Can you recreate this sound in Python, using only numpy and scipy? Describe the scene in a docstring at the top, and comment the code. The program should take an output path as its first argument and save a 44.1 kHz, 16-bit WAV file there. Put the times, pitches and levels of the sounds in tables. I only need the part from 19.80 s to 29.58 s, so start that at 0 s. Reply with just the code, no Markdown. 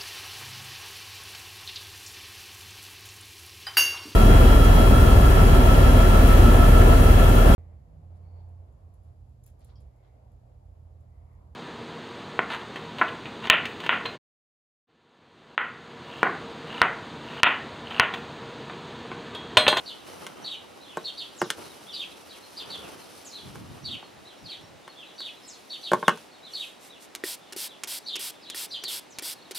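"""Dry, crumbly groundbait scrapes and trickles as a metal spoon turns it in a plastic tray.
The spoon bumps the walls, making the tray ring in short knocks, and is laid on the rim. Fingers rub
a small pump bottle, which sprays the mix in eight quick strokes, each a click and a hiss of mist.
Sparrows chirp outside the room all the while, in arching whistles over a soft hiss of ambience;
midway, a light draught buffets the microphone."""
import sys
import numpy as np
from scipy import signal
from scipy.fft import rfft, irfft, next_fast_len
from scipy.io import wavfile

SR = 44100
rng = np.random.default_rng(int(sys.argv[2]) if len(sys.argv) > 2 else 0)


def wav_out(sig):
    """Save sig, one row per channel (or a flat mono array), as 16-bit PCM at SR to the path in sys.argv[1]."""
    wavfile.write(sys.argv[1], SR, np.round(np.clip(np.atleast_2d(sig).T, -1, 1) * 32767).astype(np.int16))


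N = 431298


def from_db(db):
    """Decibels to gain."""
    return 10 ** (np.asarray(db) / 20)


def seconds(length):
    """Time axis of a short sound."""
    return np.arange(int(length * SR)) / SR


def in_time(points):
    """Read a curve of (time, value) at every sample."""
    return np.interp(np.arange(N) / SR, *np.transpose(points))


def at_hz(points, hz):
    """Read a curve of (frequency, value) along a logarithmic frequency axis."""
    table_hz, values = np.transpose(points)
    return np.interp(np.log(hz), np.log(table_hz), values)


def add(track, s, sound):
    """Lay a sound into a track at s seconds."""
    start = int(s * SR)
    track[..., start:start + sound.shape[-1]] += sound[..., :max(N - start, 0)]


def band(x, low_hz, high_hz):
    """Gentle band-pass."""
    edges = [low_hz, min(high_hz, .45 * SR)]
    return signal.sosfilt(signal.butter(2, edges, "band", fs=SR, output="sos"), x)


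def drift(per_s, size=N):
    """A random wander of spread 1 that turns per_s times a second."""
    steps = np.arange(size) * per_s / SR
    knots = rng.standard_normal(size // 16 + 2)
    return np.interp(steps, np.arange(len(knots)), knots) * np.sqrt(3 / 2)


def coloured(pair, spectrum, focus=0):
    """Two unrelated signals become a stereo sound of rms 1 with this spectrum; focus narrows it."""
    # stereo image: (frequency [Hz], left-right likeness [0..1])
    likeness = [(50, 0.96), (130, 0.47), (300, 0.08), (1000, 0.25), (4000, 0.84), (9000, 0.23),
                (15000, 0.13)]
    # phase between the two microphone ports: (frequency [Hz], lead of the left [rad])
    port_phase = [(0, 0), (430, 0.79), (1290, 0.29), (8180, -0.1), (11700, 0.87), (12500, 0.28),
                  (16200, -0.1)]
    size = next_fast_len(N)
    hz = np.arange(size // 2 + 1) * SR / size + 1
    beyond_ends = np.abs(np.log(hz / np.clip(hz, spectrum[0][0], spectrum[-1][0])))
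    gain = from_db(at_hz(spectrum, hz) - 20 * beyond_ends)
    alike = np.clip(focus + (1 - focus) * at_hz(likeness, hz), -1, 1)
    mid, side = rfft(pair, size) * gain * np.sqrt([1 + alike, 1 - alike])
    lead = np.exp(1j * at_hz(port_phase, hz))
    stereo = irfft(np.array([(mid + side) * lead, mid - side]), size)[:, :N]
    return stereo / np.sqrt(np.mean(stereo ** 2) + 1e-20)


def hiss(spectrum):
    """Steady coloured stereo noise."""
    return coloured(rng.standard_normal((2, N)), spectrum)


def grains(spectrum, per_s, spread_db, focus=0):
    """Countless tiny contacts of uneven size."""
    sizes = from_db(spread_db * np.minimum(rng.exponential(1, N), 5))
    contacts = rng.random(N) < per_s / SR
    return coloured(contacts * sizes * rng.standard_normal((2, N)), spectrum, focus)


def reverb(x, t60, top_hz, width):
    """A diffuse tail of unit energy, nearly alike in both channels."""
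    t = seconds(0.98)
    envelope = from_db(-60 * t / t60) * (1 - np.exp(-t / 0.00057))
    mid, side = band(rng.standard_normal((2, len(t))), 135, top_hz) * envelope
    tails = np.array([mid + width * side, mid - width * side])
    return signal.fftconvolve(x[None], tails / np.sqrt(np.sum(tails ** 2) / 2), axes=1)[:, :N]


def ringing(modes, t, scatter_db):
    """One decaying sine for each mode, a little stronger or weaker at every blow."""
    hz, db, t60 = np.transpose(modes)[:, :, None]
    struck_db = db + scatter_db * rng.standard_normal(db.shape)
    return from_db(struck_db - 60 * t / t60) * np.sin(2 * np.pi * hz * t)


def ambience(level_db=-51):
    """A soft, steady bed of noise, fullest in the low mids."""
    # room tone: (frequency [Hz], relative level [dB])
    colour = [(18, -49), (30, -29), (103, -11.5), (311, -1), (449, -3.5), (526, -2.5), (844, -4), (988, -7),
              (1500, -11), (2900, -13), (3220, -16), (3770, -13.5), (4420, -17), (9970, -26.5),
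              (16000, -37)]
    return from_db(level_db) * hiss(colour)


def draught(lumps_db=1.0, edge_share=0.44):
    """Puffs of a light draught buffet the microphone."""
    # puffs of air: (time [s], length [s], level [dB])
    gusts = [(3.58, 0.46, -45), (4.001, 0.19, -43.5), (4.329, 0.12, -55.5), (4.599, 0.099, -49),
             (4.754, 0.26, -56.5)]
    # their rumble: (frequency [Hz], relative level [dB])
    colour = [(15, -70), (25, -31), (67, -7), (113, 4), (345, -7.5), (450, -25), (580, -47), (990, -120)]
    air = np.zeros(N)
    for s, length, db in gusts:
        add(air, s, from_db(db) * signal.windows.tukey(len(seconds(length)), edge_share))
    return air * from_db(lumps_db * drift(30)) * hiss(colour)


def whistle(hz, wobble, rasp_db):
    """A tone whose pitch and strength flutter fast; returns its phase and its strength."""
    flutter, rasp = drift(701, size=len(hz)), drift(397.7, size=len(hz))
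    phase = 2 * np.pi * np.cumsum(hz * (1 + wobble * flutter)) / SR
    return phase, from_db(rasp_db * rasp)


def soft_note(hz, wobble=.013, wobble_hz=4300):
    """One wavering voice, scratchier the higher it sings."""
    phase, strength = whistle(hz, wobble=wobble * (hz / wobble_hz) ** 2, rasp_db=4.0)
    return strength * np.sin(phase)


def full_chirp(hz, overtone_db=-28.0, second_db=-6.5, second_ratio=.88, fizz_db=-21.5):
    """Both sides of the syrinx sing close together and beat, with a fizz above them."""
    phase, strength = whistle(hz, wobble=0.02, rasp_db=3.0)
    first = strength * (np.sin(phase) + from_db(overtone_db) * np.sin(2 * phase))
    phase, strength = whistle(second_ratio * hz, wobble=0.036, rasp_db=2.5)
    second = from_db(second_db) * strength * np.sin(phase)
    fizz = from_db(fizz_db) * band(rng.standard_normal(len(hz)), 5700, 11700)
    return first + second + fizz


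def arch(voice, s, rise_s, fall_s, top_hz, octaves_per_s, db, db_per_octave=9.5):
    """A bird note glides to a rounded top at time s and weakens as it drops; returns start and sound."""
    round_s, edge_share = .006, 0.56
    t = seconds(rise_s + fall_s) - rise_s
    drop_octaves = octaves_per_s * (np.hypot(t, round_s) - round_s)
    hz = top_hz * 2 ** -drop_octaves * (1 + 0.0134 * drift(51.2, size=len(t)))
    swell = from_db(db - db_per_octave * drop_octaves) * signal.windows.tukey(len(t), edge_share)
    return max(s - rise_s, 0), swell * voice(hz)


def far_birds(twitters_per_s=5.0, twitter_db=-62, twitter_hz=(3200, 4600)):
    """Slurs, swoops and thin whistles over a faint random twitter."""
    # soft slurred notes: (time of the top [s], top pitch [Hz], level [dB])
    slurs = [(1.02, 4140, -55.5), (1.085, 3530, -50), (2.088, 3650, -46.5), (3.0, 3630, -52),
             (3.54, 4370, -47), (3.59, 4550, -56), (4.468, 4100, -55), (5.18, 3620, -47),
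             (6.255, 3610, -48), (6.645, 4100, -51.5), (7.11, 3810, -56.5), (7.885, 3890, -54),
             (8.68, 3960, -46.5)]
    # steep falling whistles: (time of the top [s], top pitch [Hz], level [dB])
    swoops = [(1.57, 7830, -45.5), (2.485, 4950, -48.5), (3.447, 8100, -47.5), (4.642, 5050, -45.5),
              (5.668, 8020, -46.5), (8.617, 5220, -49), (9.295, 7600, -53)]
    # faint held whistles: (time [s], length [s], pitch [Hz], level [dB])
    whistles = [(2.608, 0.059, 4200, -52.5), (4.54, .12, 5584, -69), (4.805, 0.063, 5530, -63),
                (5.618, 0.045, 5170, -51)]
    out = np.zeros(N)
    chances = rng.random((int(twitters_per_s * N / SR), 2))
    twitters = [(when * N / SR, np.interp(high, [0, 1], twitter_hz), twitter_db)
                for when, high in chances]
    for s, hz, db in slurs + twitters:
        add(out, *arch(soft_note, s, rise_s=.03, fall_s=.084, top_hz=hz, octaves_per_s=9, db=db))
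    for s, hz, db in swoops:
        add(out, *arch(soft_note, s, rise_s=.01, fall_s=.13, top_hz=hz, octaves_per_s=15, db=db,
                       db_per_octave=10))
    for s, length, hz, db in whistles:
        t = seconds(length)
        phase, strength = whistle(np.full(len(t), hz), wobble=0.016, rasp_db=-1.5)
        add(out, s, from_db(db) * np.hanning(len(t)) * strength * np.sin(phase))
    return out


def near_sparrow(repeat_s=.1315, lead_early_s=.004, lead_db=-23):
    """Each call is a faint high lead and two arches, the second lower; short calls often come in pairs."""
    # syllables of the long call and the short call:
    # (delay of the top [s], rise [s], fall [s], top pitch [Hz], glide [octaves/s], relative level [dB])
    chirrup = [(.022, .02, 0.053, 4638, 13, -0.5), (.081, .018, 0.05, 3750, 14, 0)]
    chip = [(.022, .018, 0.042, 4645, 20, 0.86), (.052, 0.014, 0.031, 3708, 16, -0.96)]
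    # long calls: (time [s], level [dB])
    long_calls = [(0.632, -34.5), (2.12, -35), (4.034, -36), (5.372, -37), (6.725, -35), (8.252, -34)]
    # short calls: (time [s], level [dB], chips [count])
    short_calls = [(0.048, -39, 1), (1.231, -37, 2), (2.756, -38.5, 2), (4.681, -41.5, 1),
                   (5.889, -38.5, 2), (8.899, -35, 2), (9.739, -41.5, 1)]
    out = np.zeros(N)
    calls = [(s, db, chirrup) for s, db in long_calls]
    calls += [(s + k * repeat_s, db, chip) for s, db, count in short_calls for k in range(round(count))]
    for s, db, syllables in calls:
        add(out, *arch(soft_note, s - lead_early_s, rise_s=.012, fall_s=.026, top_hz=5950,
                       octaves_per_s=12, db=db + lead_db))
        for after_s, *shape, syllable_db in syllables:
            add(out, *arch(full_chirp, s + after_s, *shape, db + syllable_db))
    return out


def sparrows(near_send_db=-3.5, far_send_db=0.5):
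    """Loud chirps near by and soft notes further off, smeared by walls on their way in."""
    # slaps off the walls near the birds: (delay [s], relative level [dB])
    echoes = [(.009, -3), (0.022, -18), (0.038, -14.5)]
    near, far = near_sparrow(), far_birds()
    heard = near + far
    for delay, db in echoes:
        add(heard, delay, from_db(db) * (near + far))
    send = from_db(near_send_db) * near + from_db(far_send_db) * far
    return heard + reverb(send, t60=.33, top_hz=10000, width=.38)


def handling():
    """Fingers pick up the bottle: short dry swells of skin on plastic."""
    # rubs: (time [s], length [s], level [dB])
    rustles = [(6.63, 0.36, -51), (6.974, 0.16, -51.5), (7.189, 0.09, -49)]
    # their bright rasp: (frequency [Hz], relative level [dB])
    colour = [(2000, 4), (5000, 6.5), (9000, 9), (13000, 4.5), (16000, -22)]
    rub = np.zeros(N)
    for s, length, db in rustles:
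        add(rub, s, from_db(db) * np.hanning(len(seconds(length))))
    return rub * grains(colour, per_s=8000, spread_db=2.0)


def pump(mist_db=-34, spray_s=0.12, snap_db=3.0, snap_s=0.0011, rattle_db=-2.0, rattle_s=.0105):
    """In each stroke the head snaps and rattles, then the valve opens and blows a swell of mist."""
    # strokes: (head clicks [s], click level [dB], valve opens [s], valve thump level [dB])
    strokes = [(7.351, -38.5, 7.438, -15.5), (7.7233, -35.5, 7.763, -29.5), (8.0354, -34.5, 8.073, -30),
               (8.356, -32.5, 8.393, -37), (8.7002, -36, 8.746, -30), (9.038, -33.5, 9.081, -36),
               (9.386, -32.5, 9.423, -27), (9.71, -33.5, 9.748, -42)]
    # modes of the bottle: (frequency [Hz], relative level [dB], t60 [s])
    bottle = [(316, -23, 0.063), (382, -4, 0.026), (1460, -23, 0.039), (1885, -9.5, 0.017),
              (2300, -16.5, 0.0088), (3360, -19, 0.016)]
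    # hiss of the mist and snap of the head: (frequency [Hz], relative level [dB])
    mist_colour = [(530, -18), (900, -11.5), (956, -8), (1200, -16.5), (1390, -8.5), (1770, -11.5),
                   (3470, -1), (4100, -2.5), (4860, 1), (6640, -7.5), (8450, -1.5), (9200, -4),
                   (10600, -1.5), (12600, -3.5), (16000, -16)]
    snap_colour = [(900, -3.5), (2500, 4.5), (5000, 5), (7000, 2), (10000, 0), (13000, -6.5), (16000, -21)]
    flow, clicks, body = np.zeros((3, N))
    t = seconds(0.17)
    pressure = np.interp(t / spray_s, [0, .03, .3, .55, .8, .95, 1], [.6, .61, .95, .96, .79, .5, .032])
    snap = from_db(snap_db) * np.exp(-t / snap_s)
    rattle = from_db(rattle_db) * np.exp(-np.maximum(t - rattle_s, 0) / 0.0018)  # holds, then cuts off
    for click_s, db, valve_s, thump_db in strokes:
        add(clicks, click_s, from_db(db) * (snap + rattle))
        add(flow, valve_s, from_db(mist_db) * pressure)
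        for touch_s, touch_db in ((click_s, db), (click_s + rattle_s, db), (valve_s, thump_db)):
            add(body, touch_s, from_db(touch_db) * ringing(bottle, t, scatter_db=4.0).sum(0))
    mist = flow * grains(mist_colour, per_s=30000, spread_db=1.5, focus=.8)
    head = clicks * grains(snap_colour, per_s=4500, spread_db=3.5, focus=.8)
    return mist + head + band(body, 400, SR)


def stirring(attack_s=0.018, release_s=0.061, trickle_gain_db=6.0, still_db=-70.0, jerk_db=1.5):
    """The spoon shears the mix: the tray passes on a dull scrape, crumbs trickle and grate above it."""
    # the spoon drags lightly between scoops: (time [s], level [dB])
    drag = [(0, -49), (1.0, -52.5), (3.9, -53), (4.6, -59), (5.8, -74)]
    # loose crumbs, silent at still_db: (time [s], level before the trickle gain [dB])
    trickle = [(0.0, -62), (0.55, -64), (0.72, -67), (1.6, -61.5), (1.75, -59), (2.33, -61), (3.01, -58.5),
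               (3.42, -57.5), (4.21, -68.5), (4.74, -65.5), (4.91, -70), (5.18, -68.5), (6.17, -61.5),
               (6.6, -59)]
    # the spoon digs or tips a load: (time [s], length [s], scrape level [dB], grit level [dB])
    scoops = [(0.254, 0.18, -46, -52.5), (0.544, 0.15, -46.5, -62), (1.765, 0.053, -44, -50.5),
              (2.797, 0.26, -45.5, -65), (3.05, 0.15, -48.5, -74)]
    # dull scrape and crisp crumbs: (frequency [Hz], relative level [dB])
    scrape_colour = [(41, -72), (70, -6.5), (112, -7.5), (361, -1.5), (547, -4), (1390, -8), (1590, -14),
                     (2400, -17.5), (3120, -12.5), (5280, -120)]
    crumb_colour = [(1500, -13), (2500, -0.5), (4000, 1.5), (5200, 1.5), (6000, 1.5), (6800, -5.5),
                    (8600, -3), (9700, 1), (10700, -1.5), (12000, -5.5), (13200, -5), (15500, -22)]
    scrape_power = from_db(in_time(drag)) ** 2
    above_still = np.maximum(from_db(in_time(trickle)) ** 2 - from_db(still_db) ** 2, 0)
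    crumb_power = above_still * from_db(trickle_gain_db) ** 2
    t = seconds(1)
    for s, length, scrape_db, grit_db in scoops:
        effort = np.minimum(t / attack_s, 1) * np.exp(-np.maximum(t - length, 0) / release_s)
        add(scrape_power, s, (from_db(scrape_db) * effort) ** 2)
        add(crumb_power, s, (from_db(grit_db) * effort) ** 2)
    moving = in_time([(6.4, 0.98), (6.5, 0.14)])  # the gain falls once the spoon is laid down
    jerks = from_db(jerk_db * drift(45))  # the heap gives way in small slides
    scrape = np.sqrt(scrape_power) * grains(scrape_colour, per_s=6000, spread_db=0.3)
    crumbs = np.sqrt(crumb_power) * grains(crumb_colour, per_s=8000, spread_db=0.0)
    return moving * jerks * (scrape + crumbs)


def knocks(low_focus_db=6.0, high_focus_db=8.0, trim_db=-8.0, crack_t60=0.025):
    """Each spoon blow rings a range of the tray's modes and rebounds once; bare plastic adds a crack."""
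    # spoon against tray: (time [s], strength [dB], centre of the ring [Hz], crack against ring [dB])
    blows = [(0.4662, -23.5, 1900, 1.5), (1.171, -17, 724, -9), (1.616, -8.5, 930, -9.5),
             (1.625, -17, 150, -35), (1.657, -32, 600, -16), (1.703, -16, 1790, 5), (1.782, -29, 524, -10),
             (3.756, -34.5, 1180, 0), (4.227, -35, 900, -17), (5.078, -33, 1300, -3),
             (5.404, -33.5, 1220, 1), (6.1169, -8.5, 590, -15), (6.1336, -4, 706, -12.5),
             (6.228, -17, 700, -31), (6.2808, 1, 1330, -10), (6.374, -37, 695, 4.5)]
    # modes of the filled tray: (frequency [Hz], relative level [dB], t60 [s])
    tray = [(132, -10, 0.089), (165, -5, 0.066), (230, -9.5, 0.1), (277, -11.5, 0.13), (356, -3, 0.081),
            (423, -5.5, 0.067), (476, -5, 0.07), (588, 2, 0.033), (790, -13, 0.042), (861, 2.5, 0.0089),
            (970, -4.5, 0.049), (1062, -2, 0.044), (1176, -2, 0.025), (1304, -10.5, 0.027),
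            (1407, 0.5, 0.018), (1512, 0, 0.023), (1665, -7.5, 0.023), (1823, -7.5, 0.04),
            (2120, -2, 0.016), (2830, -4.5, 0.024), (3440, 5.5, 0.0045)]
    rebound_s, rebound_db, doubling_db = .0116, -11.5, 20.5
    out, t, mode_hz = np.zeros(N), seconds(.25), np.array(tray)[:, 0]
    polarity = (-1) ** (np.arange(len(tray)) // 2)
    for s, db, centre_hz, crack_db in blows:
        octaves = np.log2(mode_hz / centre_hz)
        weights = from_db(np.where(octaves < 0, low_focus_db * octaves, -high_focus_db * octaves**2 / 2))
        flight_s = rebound_s * 2 ** (db / doubling_db)  # a harder blow bounces for longer
        for touch_s, touch_db in ((s, db), (s + flight_s, db + rebound_db)):
            ring = (weights * polarity) @ ringing(tray, t, scatter_db=3.5)
            burst = band(rng.standard_normal(len(t)), 1500, 9700)
            crack = burst * from_db(crack_db - 60 * t / crack_t60)
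            add(out, touch_s, from_db(touch_db + trim_db) * (ring + crack))
    return band(out, 100, SR)  # a small tray radiates no deep bass


def scene(knock_room_db=-13.5, boom_db=-25.5, pump_room_db=-15.5, left_db=-0.42):
    """Tray and bottle close to the microphone in a small room with a faint low boom, birds outside."""
    blows, spray = knocks(), pump()
    room = from_db(knock_room_db) * reverb(blows, t60=0.15, top_hz=7500, width=0.31)
    room += from_db(boom_db) * reverb(blows, t60=0.32, top_hz=375, width=0.13)
    room += from_db(pump_room_db) * reverb(spray.mean(0), t60=0.14, top_hz=7600, width=0.14)
    around = stirring() + handling() + sparrows() + spray + ambience()
    return blows + room + draught() + around * from_db([[left_db], [0]])


def record(dry):
    """Soft saturation rounds the highest peaks; a steep low-pass cuts the very top."""
    ceiling, stop_hz = 1.3, 16600
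    rounded = ceiling * np.tanh(dry / ceiling)
    return signal.sosfilt(signal.cheby2(16, 70, stop_hz, fs=SR, output="sos"), rounded)


dry = scene()
out = record(dry)
wav_out(out)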